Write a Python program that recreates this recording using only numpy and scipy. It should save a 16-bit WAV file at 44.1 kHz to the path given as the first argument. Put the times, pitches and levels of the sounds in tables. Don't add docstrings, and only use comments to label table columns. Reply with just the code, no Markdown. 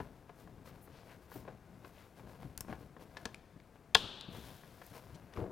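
import sys
import numpy as np
from scipy import signal
from scipy.fft import rfft, irfft
from scipy.io import wavfile
from scipy.ndimage import uniform_filter1d

SR = 44100
rng = np.random.default_rng(int(sys.argv[2]) if len(sys.argv) > 2 else 0)


def int16_out(signal):
    q = np.round(np.clip(np.atleast_2d(signal).T, -1, 1) * 32767)
    wavfile.write(sys.argv[1], SR, q.astype(np.int16))


N = 243017
TIME = np.arange(N) / SR
RING_TIME = TIME[:SR // 4]

# (time [s], level [dB], contact cut-off [Hz], crack level [dB], crack t60 [s])
LATCH_BLOWS = [(3.9469, -21, 8960, -6.5, 0.0085), (3.9478, -6, 7140, -12.5, 0.015),
               (3.9494, -2, 4420, -26.5, .012), (3.9513, -4.5, 9100, -24.5, 0.019),
               (3.954, -10, 3540, -20.5, .012)]
# (frequency [Hz], level [dB], t60 [s])
CONNECTOR_MODES = [(2254, -16, 0.013), (2750, -11, 0.028), (3220, -9, 0.021), (3460, -2.5, 0.037),
                   (3830, -13.5, 0.023), (4060, -13, 0.029), (4420, -17, 0.013), (4906, -9, 0.02),
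                   (5670, -16, 0.0171), (7300, -19, 0.015), (7800, -30, .016), (10220, -15, 0.016),
                   (13800, -13, .008)]
# (frequency [Hz], level [dB], t60 [s])
PANEL_MODES = [(204, -33, 0.096), (446, -13.5, 0.068), (754, -6.5, 0.031), (900, -12, 0.06),
               (1070, -7, 0.044), (1437, -8, 0.031), (1678, -3, 0.03), (1978, -5.5, .017)]
# (frequency [Hz], level [dB])
SNAP_SPECTRUM = [(100, -10.5), (200, 1), (300, -2.5), (450, -0.5), (1100, -1), (1600, -1), (2100, -9),
                 (2750, 1), (3450, 6.5), (4100, 2.5), (4900, -4), (7000, -10.5), (10000, -15.5),
                 (15000, -22.5)]
# (time [s], peak [dB], ring frequency [Hz], ring over crack [dB], crack centre [Hz], crack and ring t60 [s])
PART_TICKS = [(.002, -47, 990, 5, 1100, 0.14), (2.5765, -29.5, 4400, -10, 8500, 0.01),
              (2.607, -28, 5420, -10, 8300, 0.012), (3.169, -35, 1730, 2.5, 2500, 0.042),
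              (3.2546, -27, 1670, -5, 3410, 0.019), (3.345, -35, 2380, 3, 4350, 0.0096),
              (3.601, -49, 2220, 4, 2500, .008), (4.2105, -33, 3900, 3, 4380, 0.0089),
              (4.865, -48, 12400, -2, 9520, 0.015), (5.337, -46.5, 1860, 0, 2210, .016),
              (5.373, -34.5, 1110, 10, 1000, .015)]
# (time [s], peak [dB], contact cut-off [Hz])
PANEL_KNOCKS = [(.002, -32.5, 603), (.294, -43.5, 696), (.474, -46, 1210), (.678, -53, 600),
                (.875, -50, 687), (1.316, -41.5, 1110), (1.451, -48.5, 600), (1.477, -40, 960),
                (1.846, -42, 1560), (2.196, -44.5, 990), (2.422, -45, 930), (2.5766, -47, 2000),
                (2.6067, -39.5, 2000), (2.647, -44.5, 700), (2.683, -39, 690), (2.699, -39.5, 600),
                (2.726, -31.5, 1100), (2.966, -41.5, 853), (3.169, -38, 1400), (3.2555, -31.5, 900),
                (4.635, -45.5, 1500), (4.816, -42, 1617), (5.374, -43, 696), (5.463, -45.5, 700)]
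# (time [s], peak [dB], frequency [Hz])
LOW_BUMPS = [(1.356, -37.5, 283), (1.364, -41, 133), (1.48, -40, 524), (2.45, -39, 134), (2.577, -44, 65),
             (2.606, -40.5, 60), (2.692, -37, 191), (2.71, -35, 138), (3.257, -42.5, 100), (3.56, -45, 162),
             (3.952, -37.5, 203), (3.953, -32.5, 50), (4.042, -36.5, 132), (4.283, -39.5, 129),
             (5.381, -38, 88)]
# (time of greatest effort [s], length [s], level [dB])
HAND_PRESSES = [(.01, .24, -46.5), (0.518, 0.71, -57.5), (1.16, .1, -57), (1.38, 0.13, -51),
                (1.504, 0.2, -53), (1.757, .35, -59), (2.247, 0.25, -53), (2.45, .2, -50.5),
                (2.736, 0.33, -49), (3.001, 0.18, -58.5), (3.91, .12, -61.5), (4.374, 0.37, -49),
                (4.93, .18, -58), (5.14, 0.35, -54.5), (5.40, .16, -42.5)]
# (time of greatest effort [s], length [s], stick-slip rubbing level [dB], skin and cloth hiss level [dB])
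HAND_RUBS = [(.005, 0.17, -57.5, -75.5), (0.397, 0.12, -67, -72), (0.673, 0.075, -52.5, -65),
             (0.958, .24, -65, -84), (1.101, 0.19, -60, -72.5), (1.236, 0.077, -65.5, -75.5),
             (1.348, 0.18, -60, -64.5), (1.5, .18, -63.5, -93), (1.862, 0.1, -59.5, -73),
             (1.994, 0.34, -67.5, -74.5), (2.185, 0.088, -61.5, -74), (2.312, 0.15, -58.5, -72),
             (2.425, 0.093, -54.5, -74), (2.709, 0.12, -52, -70), (2.81, 0.15, -63.5, -76),
             (3.018, .08, -56.5, -70), (3.208, 0.34, -60.5, -75.5), (3.755, 0.064, -65.5, -83.5),
             (4.351, 0.15, -55, -68), (4.47, 0.47, -64, -65), (4.86, 0.6, -65, -68.5),
             (4.958, 0.078, -51.5, -66.5), (5.166, 0.31, -63.5, -85.5), (5.37, 0.16, -51, -71)]
# (frequency [Hz], level [dB])
PUSH_SPECTRUM = [(25, -24.5), (60, -2.5), (135, -0.5), (220, -5.5), (330, -11), (600, -20), (1500, -52.5)]
# (frequency [Hz], level [dB])
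RUB_SPECTRUM = [(100, -14.5), (300, 0), (520, 5.5), (900, 1.5), (1600, -6.5), (2400, -11), (4200, -19),
                (7000, -32), (15000, -48)]
# (frequency [Hz], level [dB])
SLIDE_SPECTRUM = [(500, -19.5), (1500, 8), (3000, 1), (5000, 2.5), (8000, -3), (11000, 0.5), (14000, 0),
                  (16000, -4)]
# (time [s], length [s], level [dB], centre frequency [Hz], width [Hz])
LIGHT_STROKES = [(0.807, 0.065, -65.5, 12000, 5000), (0.898, 0.16, -68.5, 2270, 3400),
                 (1.055, 0.12, -65, 1580, 1750), (1.291, 0.12, -63.5, 14000, 4000),
                 (1.921, 0.16, -67.5, 1960, 2120), (5.14, 0.026, -63, 3500, 5000)]
# (time [s], level [dB])
DRAG_LEVELS = [(5.37, -61), (5.385, -40.5), (5.41, -39), (5.44, -44), (5.46, -47.5), (5.51, -47.5)]
# (frequency [Hz], level [dB], t60 [s])
DRAGGED_PANEL_MODES = [(82, -4, 0.091), (200, -3, 0.063), (271, -5.5, 0.11), (356, 0, 0.09),
                       (481.5, -1, 0.089), (640, -4, 0.033), (1050, -12, 0.014)]
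# (frequency [Hz], level [dB], t60 [s])
ROOM_BANDS = [(149.2, -9, 0.76), (600, -14, 1.6), (2003, -18.5, 1.6), (3440, -15.5, 1.38),
              (5960, -21, 0.84), (15000, -19.5, 0.328)]
# (frequency [Hz], level [dB])
AIR_SPECTRUM = [(15, -43), (25, -7.5), (169, -5), (267, -12), (469, -14), (598, -20), (684, -14),
                (804, -20.5), (1300, -23), (2700, -32), (2920, -35.5), (15500, -44)]

SEAT_S = 3.9512
CRACK_WIDTH = 1.32
REBOUND_S, REBOUND_DB = 0.012, -20.5
BUMP_T60_S = 0.073
SWELL_SHARE = 0.39
HOLD_PUSH_DB, HOLD_RUB_DB, HOLD_HISS_DB = -64, -69, -83
STIR_PER_S, STIR_DB = 12, 2.5
# (from [s], to [s]), change in level
STILL_S, STILL_DB = (3.4, 4.28), -6.5
AIR_DB = -61.5
LEFT_DB = 6.5
TOP_HZ = 15900


def undb(db):
    return 10 ** (np.asarray(db) / 20)


def unit(x):
    return x / np.sqrt(np.mean(x ** 2))


def peaked(x, db):
    return x * undb(db) / np.abs(x).max()


def fade(t, t60):
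    return np.exp(-np.log(1000) * t / t60)


def add(out, s, x):
    i = max(int(s * SR), 0)
    out[i:i + len(x)] += x[:max(N - i, 0)]


def colour(x, points):
    hz, db = np.transpose(points)
    f = np.maximum(np.fft.rfftfreq(len(x), 1 / SR), 1)
    gain = undb(np.interp(np.log(f), np.log(hz), db))
    return irfft(rfft(x) * gain, len(x))


def soften(x, hz):
    return signal.sosfilt(signal.butter(2, hz, fs=SR, output="sos"), x)


def band(x, hz, width):
    low = np.hypot(hz, width / 2) - width / 2
    high = min(low + width, SR / 2 - 1000)
    return signal.sosfilt(signal.butter(2, [low, high], "band", fs=SR, output="sos"), x)


def ring(modes, scatter_db=0):
    shares = undb(scatter_db * rng.standard_normal(len(modes)))
    out = np.zeros(len(RING_TIME))
    for k, (hz, db, t60) in enumerate(modes):
        tone = np.sin(2 * np.pi * hz * RING_TIME) * fade(RING_TIME, t60)
        out += (-1) ** k * shares[k] * undb(db) * tone
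    return out


def crack(hz, width, t60):
    build_up = 1 - np.exp(-RING_TIME / (.015 * t60))
    noise = unit(band(rng.standard_normal(len(RING_TIME)), hz, width))
    return noise * build_up * fade(RING_TIME, t60)


def slips(rate, spread_db, size=N):
    sizes = undb(spread_db * np.minimum(rng.exponential(size=size), 4))
    happens = rng.random(size) < rate / SR
    return happens * sizes * rng.choice([-1, 1], size)


def snap():
    out = np.zeros(N)
    housing = undb(-7.0) * ring(CONNECTOR_MODES)
    for s, db, contact_hz, crack_db, t60 in LATCH_BLOWS:
        burst = undb(crack_db) * crack(hz=4470, width=4000, t60=t60)
        add(out, s, undb(db) * (soften(housing, contact_hz) + burst))
    add(out, SEAT_S, undb(-13.5) * ring(PANEL_MODES))
    return out


def snap_into_room():
    pulse = np.zeros(N)
    add(pulse, SEAT_S, np.ones(1))
    return undb(15.5) * colour(pulse, SNAP_SPECTRUM)


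def ticks():
    out = np.zeros(N)
    for s, db, ring_hz, ring_db, crack_hz, t60 in PART_TICKS:
        tone = np.sqrt(2) * ring([(ring_hz, ring_db, t60)])
        tick = tone + crack(crack_hz, CRACK_WIDTH * crack_hz, t60)
        gap = REBOUND_S * rng.uniform(.8, 1.2)
        for k in range(3):
            add(out, s + k * gap, peaked(tick, db + k * REBOUND_DB))
    return out


def knocks():
    out = np.zeros(N)
    for s, db, contact_hz in PANEL_KNOCKS:
        grains = unit(slips(rate=3000, spread_db=2, size=len(RING_TIME)))
        scuff = band(grains * fade(RING_TIME, t60=.04), hz=1100, width=6200)
        blow = ring(PANEL_MODES, scatter_db=1) + undb(9.0) * scuff
        add(out, s, peaked(soften(blow, contact_hz), db))
    return out


def low_bumps():
    out = np.zeros(N)
    for s, db, hz in LOW_BUMPS:
        tone = ring([(hz, 0, BUMP_T60_S)])
        burst = undb(-2.0) * crack(hz, hz * 1.7, BUMP_T60_S)
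        add(out, s, peaked(tone + burst, db))
    return out


def rustle():
    push, rub, hiss = efforts()
    grains = slips(rate=700, spread_db=3.0)
    panel = unit(signal.fftconvolve(grains, ring(PANEL_MODES))[:N])
    rubbing = unit(unit(colour(grains, RUB_SPECTRUM)) + undb(-15.0) * panel)
    pushing = unit(colour(slips(rate=500, spread_db=2.5), PUSH_SPECTRUM))
    sliding = unit(colour(slips(rate=4300, spread_db=3.5), SLIDE_SPECTRUM))
    return undb(-1.5) * push * pushing + undb(0.5) * rub * rubbing + undb(4.0) * hiss * sliding


def efforts():
    hold = holding()
    push = sum(undb(db) * swell(s, length) for s, length, db in HAND_PRESSES)
    rub = sum(undb(db) * swell(s, length) for s, length, db, _ in HAND_RUBS)
    hiss = sum(undb(db) * swell(s, length) for s, length, _, db in HAND_RUBS)
    push = np.hypot(push, undb(HOLD_PUSH_DB) * hold)
    rub = np.hypot(rub, undb(HOLD_RUB_DB) * hold)
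    hiss = np.hypot(hiss, undb(HOLD_HISS_DB) * hold)
    return push, rub, hiss


def swell(s, length):
    start = s - SWELL_SHARE * length
    return np.interp(TIME, [start, s, start + length], [0, 1, 0])


def holding():
    moments = np.arange(256) / STIR_PER_S
    stir = np.interp(TIME, moments, rng.standard_normal(len(moments)))
    is_still = (TIME > STILL_S[0]) & (TIME < STILL_S[1])
    still = uniform_filter1d(1. * is_still, size=SR // 10)
    return undb(STIR_DB * stir + STILL_DB * still)


def strokes():
    out = np.zeros(N)
    for s, length, db, hz, width in LIGHT_STROKES:
        envelope = np.hanning(int(length * SR)) ** .5
        grains = unit(band(slips(rate=2400, spread_db=-1, size=SR), hz, width))
        add(out, s, undb(db) * envelope * grains[:len(envelope)])
    return out


def judder():
    grains = slips(rate=400, spread_db=0.5)
    body = unit(signal.fftconvolve(grains, ring(DRAGGED_PANEL_MODES))[:N])
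    scuff = unit(band(grains, hz=890, width=680))
    level_db = np.interp(TIME, *np.transpose(DRAG_LEVELS), left=-np.inf)
    return (body + undb(-17) * scuff) * undb(level_db)


def workshop(x):
    t = TIME[:2 * SR]
    hz, db, t60 = np.transpose(ROOM_BANDS)
    noise = rfft(rng.standard_normal(len(t)))
    log_f = np.log(np.maximum(np.fft.rfftfreq(len(t), 1 / SR), 1))
    response = np.zeros(len(t))
    for k, share in enumerate(np.eye(len(ROOM_BANDS))):
        decay = fade(t, t60[k])
        band_noise = irfft(noise * np.interp(log_f, np.log(hz), share), len(t))
        response += undb(db[k]) * band_noise * decay / np.linalg.norm(decay)
    response *= np.clip((t - .009) / 0.0042, 0, 1)
    flurry = soften(rng.standard_normal(len(RING_TIME)), hz=7040) * fade(RING_TIME, t60=0.098)
    add(response, .0135, undb(-23.5) * flurry / np.linalg.norm(flurry))
    return signal.fftconvolve(x, response)[:N]


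def still_air():
    return undb(AIR_DB) * unit(colour(rng.standard_normal(N), AIR_SPECTRUM))


def scene():
    handling = ticks() + knocks() + low_bumps() + rustle() + strokes() + judder()
    direct = handling + snap()
    echoes = workshop(handling + snap_into_room())
    pan = undb([[LEFT_DB], [0]])
    return (direct + echoes + still_air()) * pan / pan.mean()


def record(dry):
    return signal.sosfilt(signal.ellip(8, .2, 70, TOP_HZ, fs=SR, output="sos"), dry)


dry = scene()
out = record(dry)
int16_out(out)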